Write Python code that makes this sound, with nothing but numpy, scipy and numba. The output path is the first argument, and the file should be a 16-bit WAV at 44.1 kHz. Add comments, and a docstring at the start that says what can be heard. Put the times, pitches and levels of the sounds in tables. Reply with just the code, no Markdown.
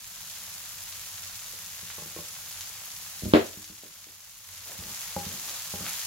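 """In a tiled kitchen, chopped onions sizzle in oil in a frying pan, heard from a phone held above the hob.
The sizzle is dense random steam clicks through resonances; single drops spit as short snaps with a fizz.
An oil bottle is set down with a few bumps and a cupboard door bangs shut, both as ringing modes of struck bodies;
the bang ducks the phone's gain for a second or so. Then a wooden spoon knocks and scrapes round the pan and the
sizzle swells. A fan, made of narrow bands of noise, hums low throughout."""
import sys
import numpy as np
from scipy import signal
from scipy.fft import rfft, irfft
from scipy.io import wavfile
from scipy.ndimage import uniform_filter1d
from numba import njit

SR = 44100
rng = np.random.default_rng(int(sys.argv[2]) if len(sys.argv) > 2 else 0)


def materialize(psi):
    """Save the field psi as 16-bit PCM at rate SR to the path in sys.argv[1].

    A 1-D psi becomes a single channel; in a 2-D psi each row is a channel.
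    """
    bounded = np.clip(np.atleast_2d(psi).T, -1, 1)
    quanta = np.round(bounded * 32767).astype(np.int16)
    wavfile.write(sys.argv[1], SR, quanta)


N = 267246
T = np.arange(N) / SR  # the clock, in seconds

# The fan's hum. Each row: centre in Hz, nominal width in Hz, level in dB.
FAN_BANDS = [(39.8, 12, -65.5), (89.2, 5.1, -65.5), (98, 16, -68), (128, 69, -70.5), (162.4, 8.6, -75),
             (183.8, 22, -74)]

# The bottle set down on the worktop. Each row: time in seconds, peak in dB before the room,
# contact corner in Hz (soft is low).
BOTTLE_BLOWS = [(1.535, -45.5, 900), (1.831, -45.5, 160), (1.983, -35.5, 1100), (2.022, -36.5, 900),
                (2.06, -41.5, 260), (2.164, -33, 547), (2.189, -32, 1120)]
# Modes of bottle and worktop. Each row: pitch in Hz, relative level in dB, t60 in seconds.
BOTTLE_MODES = [(80, -7.5, 0.12), (165, -3.5, 0.12), (206, -11, 0.075), (341.5, -4.5, 0.065),
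                (428, -1.5, 0.084), (471, -9, 0.19), (502, -7, 0.43), (579, -6, 0.19), (703, -9, 0.1),
                (826, -7, 0.095), (1067, -5, 0.11)]

# Blows on the cupboard, from the first nudge through the bang to things settling inside.
# Each row: time in seconds, peak in dB before bass loss and room, contact corner in Hz.
CUPBOARD_BLOWS = [(3.223, -36, 400), (3.234, -24.5, 70.3), (3.256, -26.5, 350), (3.264, -23.5, 80),
                  (3.3366, -1.3, 600), (3.3495, -15, 550), (3.573, -35, 150), (3.7, -36.5, 120),
                  (3.835, -32, 1404), (4.069, -40.5, 600)]
# Modes of cupboard door and carcass. Each row: pitch in Hz, relative level in dB, t60 in seconds.
CUPBOARD_MODES = [(77, -25, .55), (101, -19, .3), (138, -18, .15), (194, -2, .18), (234, -3, .15),
                  (309, 2.5, .14), (318, -39, 1.6), (364, -4, .18), (397, -2, .2), (439, -3, .24),
                  (488, -3, .22), (520, -7, .25), (554, -5, .2), (608, 0, .18), (699, -11, .25),
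                  (746, -14, .2), (890, -14, .22), (1040, -16, .2)]
# Colour of the door's chatter. Each row: frequency in Hz, gain in dB.
CHATTER_COLOUR = [(150, -16), (240, 4), (460, 14), (660, 13), (850, 3.5), (1500, 1), (2800, -2.5),
                  (4200, -7), (5200, -15), (7000, -33), (16000, -45)]
# The door chatters in its frame as it shuts, each bounce sooner and weaker.
SHUT_S, SHUT_DB = 3.3362, -10.5  # first contact; its noise level before decay and colour
CHATTER_GAP_S, CHATTER_FALL_DB = .012, 3.5  # first gap; loss per bounce
GAP_SHRINK = .72  # each gap as a share of the one before

# Knocks of the spoon, each of which rocks the pan on the hob. Each row: time in seconds,
# peak in dB before the room, contact corner in Hz, time to rock back in seconds, peak of that rock in dB.
PAN_BLOWS = [(4.79, -37.5, 90, .066, -50.5), (5.165, -20, 900, .1, -34), (5.739, -28, 700, .07, -35)]
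# Modes of the pan on the hob. Each row: pitch in Hz, relative level in dB, t60 in seconds.
PAN_MODES = [(91.5, 0.5, 0.11), (149, -1, 0.098), (175.2, -0.5, 0.28), (186.6, 2.5, 0.22), (241, -8, 0.18),
             (320, -2.5, 0.21), (384, -6, 0.23), (442, -2, 0.13), (535, 5.5, 0.08), (597, 2, 0.22),
             (723, 3.5, 0.077), (813, 8, 0.15), (957, -17, .16), (1220, -6, 0.087), (1314, -17, .1)]
ROCK_HZ, ROCK_FALL_DB = 211, 7.5  # contact corner of the rocking; loss from one rock to the next
# Strokes of the spoon over the pan. Each row: start in seconds, end in seconds,
# level in dB before pressure and room, centre in Hz.
STROKES = [(4.655, 4.772, -54, 544), (4.77, 4.922, -55.5, 720), (4.773, 4.948, -55.5, 139),
           (5.147, 5.434, -56, 216), (5.19, 5.42, -67, 650), (5.424, 5.556, -55.5, 583),
           (5.742, 5.893, -55, 198), (5.79, 5.917, -53, 700), (5.85, 5.93, -45, 1870)]

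# Colour of the frying. Each row: frequency in Hz, gain in dB.
FRY_COLOUR = [(150, -16.5), (330, -17.5), (520, -8), (750, -5.5), (1100, -4), (2200, -4), (4000, -1.5),
              (6500, 0), (10000, -0.5), (16000, -4)]
# The loudest drops of water that spit in the oil. Each row: time in seconds,
# snap peak in dB before trim, colour and room, pitch in Hz.
LOUD_SPITS = [(.925, -24, 4500), (1.462, -24, 6940), (1.525, -24, 11400), (1.902, -24, 2200),
              (2.511, -25, 5550), (2.609, -18.5, 6250), (3.466, -22, 6700), (3.644, -20.5, 6450),
              (5.253, -23, 4170), (5.496, -20, 6840)]
# Smaller drops spit at random, around this level and pitch.
SPITS_PER_S, SMALL_SPIT_DB, SMALL_SPIT_HZ = 3, -31, 5500
# How hard the onions fry: nominal level at rest, and how it builds from below as fresh oil runs in.
FRY_DB, OIL_LACK_DB, OIL_SPREAD_S = -43, 3, 0.15
# Each sweep of the spoon turns wet onion onto hot metal.
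# Each row: time in seconds, nominal surge in dB (before its rise and fade, and scaled in each band).
SWEEPS = [(4.5, 0.7), (4.86, 2), (5.4, 1), (5.82, 2)]
SURGE_RISE_S, SURGE_FADE_S = 0.031, 1.74  # time constants

# Decay of the kitchen. Each row: frequency in Hz, t60 in seconds.
KITCHEN_DECAY = [(100, 0.31), (500, 0.31), (4000, 0.26), (16000, 0.042)]
# Resonances of the two microphone ports. Each row: frequency in Hz, left gain in dB, right gain in dB.
PORT_GAINS = [(286, 2.5, 3.5), (737, 3.1, 1.5), (2860, 4.5, 3.5), (5400, 4, 3), (6900, 7.5, 3),
              (7720, -4, 5.5), (8480, 0.5, -6.5), (9830, -3.5, 3.5), (9930, 5, -2.5), (11600, 1.5, 4.5),
              (13840, 2, 2.5), (15800, -18, 6)]
TOP_HZ = 15800  # top edge of the phone's sound


def undb(db):
    """Turn dB into an amplitude factor."""
    return 10 ** (np.asarray(db) / 20)


def unit(x):
    """Scale to rms 1."""
    return x / np.sqrt(np.mean(x ** 2))


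def on_log_axis(hz, points):
    """Read (Hz, value) points at any frequency."""
    f, value = np.transpose(points)
    return np.interp(np.log(np.maximum(hz, 1)), np.log(f), value)


def colour(x, points, size=2048):
    """Causal, minimum-phase filter with the given (Hz, dB) response."""
    response = undb(on_log_axis(np.fft.rfftfreq(size, 1 / SR), points))
    cepstrum = irfft(np.log(response))
    # folding the cepstrum forward in time makes the filter causal
    cepstrum[1:size // 2] *= 2
    cepstrum[size // 2 + 1:] = 0
    impulse = irfft(np.exp(rfft(cepstrum)))
    return signal.fftconvolve(x, impulse[None], axes=-1)[:, :x.shape[-1]]


def resonate(x, hz, q):
    """One resonance, gain 1 at its centre."""
    w = 2 * np.pi * min(hz, SR / 2 - 2000) / SR
    a = np.sin(w) / (2 * q)
    return signal.lfilter([a, 0, -a], [1 + a, -2 * np.cos(w), 1 - a], x)


def add(track, s, sound):
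    """Mix a short sound into a track at time s."""
    i = int(s * SR)
    track[..., i:i + sound.shape[-1]] += sound[..., :N - i]


def pair(x, lag):
    """A source to one side reaches the left port some samples late (early if negative)."""
    n = np.arange(N)
    return np.array([np.interp(n - lag, n, x), x])


def clicks(rate, spread_db, lag=0, scatter=0):
    """Random clicks per second, many small and few large; scatter gives each its own place."""
    count = int(rate * N / SR)
    at = rng.integers(0, N, count)
    size = undb(spread_db * np.minimum(rng.exponential(size=count), 7.5))
    size = size * rng.choice([-1, 1], count)
    late = np.rint(lag + scatter * rng.standard_normal(count)).astype(int)
    left = np.bincount((at + late) % N, size, N)
    right = np.bincount(at, size, N)
    return np.array([left, right])


def diffuse(x, t60):
    """Echoes of countless scattered sources merge into a hiss that trails their power, unrelated at the ports."""
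    keep = np.exp(-2 * np.log(1000) / (t60 * SR))
    power = signal.lfilter([1 - keep], [1, -keep], x ** 2)
    return np.sqrt(power) * rng.standard_normal((2, N))


def kitchen(x, wet_db, first_s=0.0011, alike_hz=520):
    """Direct sound plus dense reflections off the tiles; only the bass is alike at both ports."""
    t = np.arange(SR // 2) / SR
    f = np.fft.rfftfreq(len(t), 1 / SR)
    mid, side = rfft(rng.standard_normal((2, len(t))))
    alike = 1 / (1 + (f / alike_hz) ** 2)
    sides = np.array([[1], [-1]])
    field = mid * np.sqrt((1 + alike) / 2) + sides * side * np.sqrt((1 - alike) / 2)
    centres = np.array(KITCHEN_DECAY)[:, 0]
    echo = 0
    for (hz, t60), share in zip(KITCHEN_DECAY, np.eye(len(KITCHEN_DECAY))):
        band = on_log_axis(f, np.c_[centres, share])  # bands cross-fade and sum to 1
        echo = echo + irfft(field * band, len(t)) * np.exp(-np.log(1000) * t / t60)
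    echo = unit(echo * (t > first_s)) / np.sqrt(len(t))  # unit energy
    return x + undb(wet_db) * signal.fftconvolve(x[1:], echo, axes=-1)[:, :N]


def struck(blows, modes, lag, vary_db, apart_hz=520):
    """Each blow rings the modes of a body in its own mix; a soft contact leaves out the high ones."""
    out, t = np.zeros((2, N)), np.arange(SR) / SR
    hz, db, t60 = np.transpose(modes)[:, :, None]
    # the shorter its wave, the more a mode differs in phase between the ports once the near walls answer
    twist = rng.choice([-1, 1], hz.shape) * np.minimum(hz / apart_hz, 1) / 2
    twist = twist * (1 - np.exp(-t / 0.0057))
    decay = undb(db) * np.exp(-np.log(1000) * t / t60)
    rings = np.array([decay * np.cos(2 * np.pi * hz * t + side * twist) for side in (1, -1)])
    for s, peak_db, corner_hz in blows:
        mix = undb(vary_db * rng.standard_normal(len(modes)))
        soften = signal.butter(2, corner_hz, fs=SR, output="sos")
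        ring = signal.sosfilt(soften, mix @ rings)
        ring = -undb(peak_db) * ring / abs(ring).max()
        add(out[0], s + lag / SR, ring[0])
        add(out[1], s, ring[1])
    return out


def bounces(s, db, gap_s, fall_db, count):
    """Contacts of something that settles, as (s, dB): gaps shrink and blows weaken."""
    k = np.arange(count)
    delays = gap_s * np.r_[0, np.cumsum(GAP_SHRINK ** k[:-1])]
    return zip(s + delays, db - fall_db * k)


def fan(side_db=-18):
    """A low wavering hum: narrow bands of noise, nearly the same at both ports."""
    hum = np.zeros((2, N))
    for hz, width, db in FAN_BANDS:
        q = hz / width / 2
        noise = rng.standard_normal((2, N))
        hum += undb(db) * unit(resonate(resonate(noise, hz, q), hz, q))
    mid, side = hum
    return mid + undb(side_db) * np.array([side, -side])


def bottle(wet_db=-11):
    """The oil bottle bumps and settles on the worktop, ringing the modes of both."""
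    return kitchen(struck(BOTTLE_BLOWS, BOTTLE_MODES, lag=4.3, vary_db=4), wet_db)


def cupboard(wet_db=-19, chatter_s=0.0021, chatter_wet_db=4.5, chatter_t60=0.32, radiate_hz=40):
    """Dull bumps and the bang of the door, whose edge chatters in the frame as bursts of noise."""
    chatter, t = np.zeros(N), np.arange(SR // 20) / SR
    for s, db in bounces(SHUT_S, SHUT_DB, CHATTER_GAP_S, CHATTER_FALL_DB, count=5):
        add(chatter, s, undb(db) * rng.standard_normal(len(t)) * np.exp(-t / chatter_s))
    body = struck(CUPBOARD_BLOWS, CUPBOARD_MODES, lag=16.0, vary_db=1.4)
    # the small panel radiates little deep bass
    body = signal.sosfilt(signal.butter(1, radiate_hz, "high", fs=SR, output="sos"), body)
    crack = pair(chatter, 11.6) + undb(chatter_wet_db) * diffuse(chatter, chatter_t60)
    return kitchen(body, wet_db) + colour(crack, CHATTER_COLOUR)


def spoon(slips_per_s=1500, spread_db=2.5, q=0.61, wet_db=-13):
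    """Wood knocks on the pan, and sticks and slips as it pushes the onions round."""
    knocks = [row[:3] for row in PAN_BLOWS]
    rocks = []
    for s, _, _, back_s, rock_db in PAN_BLOWS:
        contacts = bounces(s + back_s, rock_db, back_s * GAP_SHRINK, ROCK_FALL_DB, count=2)
        rocks += [(at, db, ROCK_HZ) for at, db in contacts]
    out = struck(knocks + rocks, PAN_MODES, lag=-2.2, vary_db=3.5)
    for start, end, db, hz in STROKES:
        # a rounded swell, 1 at mid-stroke
        pressure = np.sqrt(np.maximum(0, (T - start) * (end - T))) * 2 / (end - start)
        slips = clicks(slips_per_s, spread_db, lag=-2)
        rub = resonate(resonate(slips, hz, q), hz, q / 2)
        out = out + undb(db) * pressure * unit(rub)
    return kitchen(out, wet_db)


def spits(cycles=.6, fizz_db=-20.5, fizz_s=.012, wet_db=-4, gain_db=-1.5, vary_db=2):
    """A drop flashes to steam: one sharp snap and a brief fizz."""
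    out, t = np.zeros(N), np.arange(SR // 20) / SR
    small = []
    for when, size, pitch in rng.random((int(SPITS_PER_S * N / SR), 3)):
        db = SMALL_SPIT_DB + vary_db * (2 * size - 1)
        hz = SMALL_SPIT_HZ * 2 ** (2 * pitch - 1)  # up to an octave either way
        small.append((when * T[-2], db, hz))
    for s, db, hz in [*LOUD_SPITS, *small]:
        snap = resonate(np.exp(-t * hz / cycles), hz, 0.93)
        hiss = unit(resonate(rng.standard_normal(len(t)), hz, 1))
        fizz = undb(fizz_db) * hiss * np.exp(-t / fizz_s)
        add(out, s, undb(db + gain_db) * (snap / abs(snap).max() + fizz))
    return kitchen(colour(pair(out, -1), FRY_COLOUR), wet_db)


def frying_db():
    """The frying builds as the oil spreads, then surges and slowly eases after each sweep of the spoon."""
    db = FRY_DB - OIL_LACK_DB * np.exp(-T / OIL_SPREAD_S)
    for s, surge_db in SWEEPS:
        age = np.maximum(T - s, 0)
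        db = db + surge_db * (1 - np.exp(-age / SURGE_RISE_S)) * np.exp(-age / SURGE_FADE_S)
    return db


def sizzle(spread_db=2.5, q=0.78, coarsen=0.022, wet_db=-3, t60=0.083, gain_db=2.18):
    """Steam bubbles of all sizes burst as clicks of a cycle or two; hard frying favours the large ones."""
    swell_db = frying_db() - FRY_DB
    bursts, steady = 0, 0
    for hz in np.geomspace(500, 15000, 8):
        rate = 18 * np.sqrt(hz)  # small bubbles are the more numerous
        pops = clicks(rate, spread_db, lag=-2.5, scatter=2.4)
        cloud = pops + undb(wet_db) * diffuse(pops[1], t60)
        band = unit(resonate(cloud, hz, q)) * np.sqrt(hz)
        steady = steady + band
        swell_share = 1.5 - coarsen * np.log2(hz / 4000)  # low bands swell more
        bursts = bursts + band * undb(swell_db * swell_share)
    # level is set against the mix without its swells
    return colour(bursts, FRY_COLOUR) / np.std(steady) * undb(FRY_DB + gain_db)


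def scene():
    """The whole kitchen, from the background to the frying."""
    return fan() + bottle() + cupboard() + spoon() + spits() + sizzle()


@njit
def follow(x, attack, release):
    """Follow a level, with one speed up and another down."""
    out, e = np.empty(len(x)), 0.
    for i in range(len(x)):
        e += (x[i] - e) * (attack if x[i] > e else release)
        out[i] = e
    return out


def gain_control(x, threshold_db=-21, depth_db=8.5, hold_s=0.99, attack_s=0.36, release_s=0.24):
    """A loud sound makes the gain glide down, stay there for a while and come back."""
    power = uniform_filter1d(np.mean(x ** 2, axis=0), SR // 100)
    level_db = 10 * np.log10(np.abs(power) + 1e-12)
    last_loud = np.maximum.accumulate(np.where(level_db > threshold_db, T, -np.inf))
    cut_db = depth_db * (T - last_loud < hold_s)
    return x * undb(-follow(cut_db * 1., 1 / (attack_s * SR), 1 / (release_s * SR)))


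def record(dry, low_cut_hz=55):
    """The phone: bass roll-off, port resonances, gain control, clipping and a steep top edge."""
    ports = np.array(PORT_GAINS)
    dry = signal.sosfilt(signal.butter(2, low_cut_hz, "high", fs=SR, output="sos"), dry)
    heard = np.vstack([colour(dry[[k]], ports[:, [0, k + 1]]) for k in range(2)])
    heard = np.clip(gain_control(heard), -1, 1)
    return signal.sosfilt(signal.ellip(12, .1, 80, TOP_HZ, fs=SR, output="sos"), heard)


dry = scene()
out = record(dry)
materialize(out)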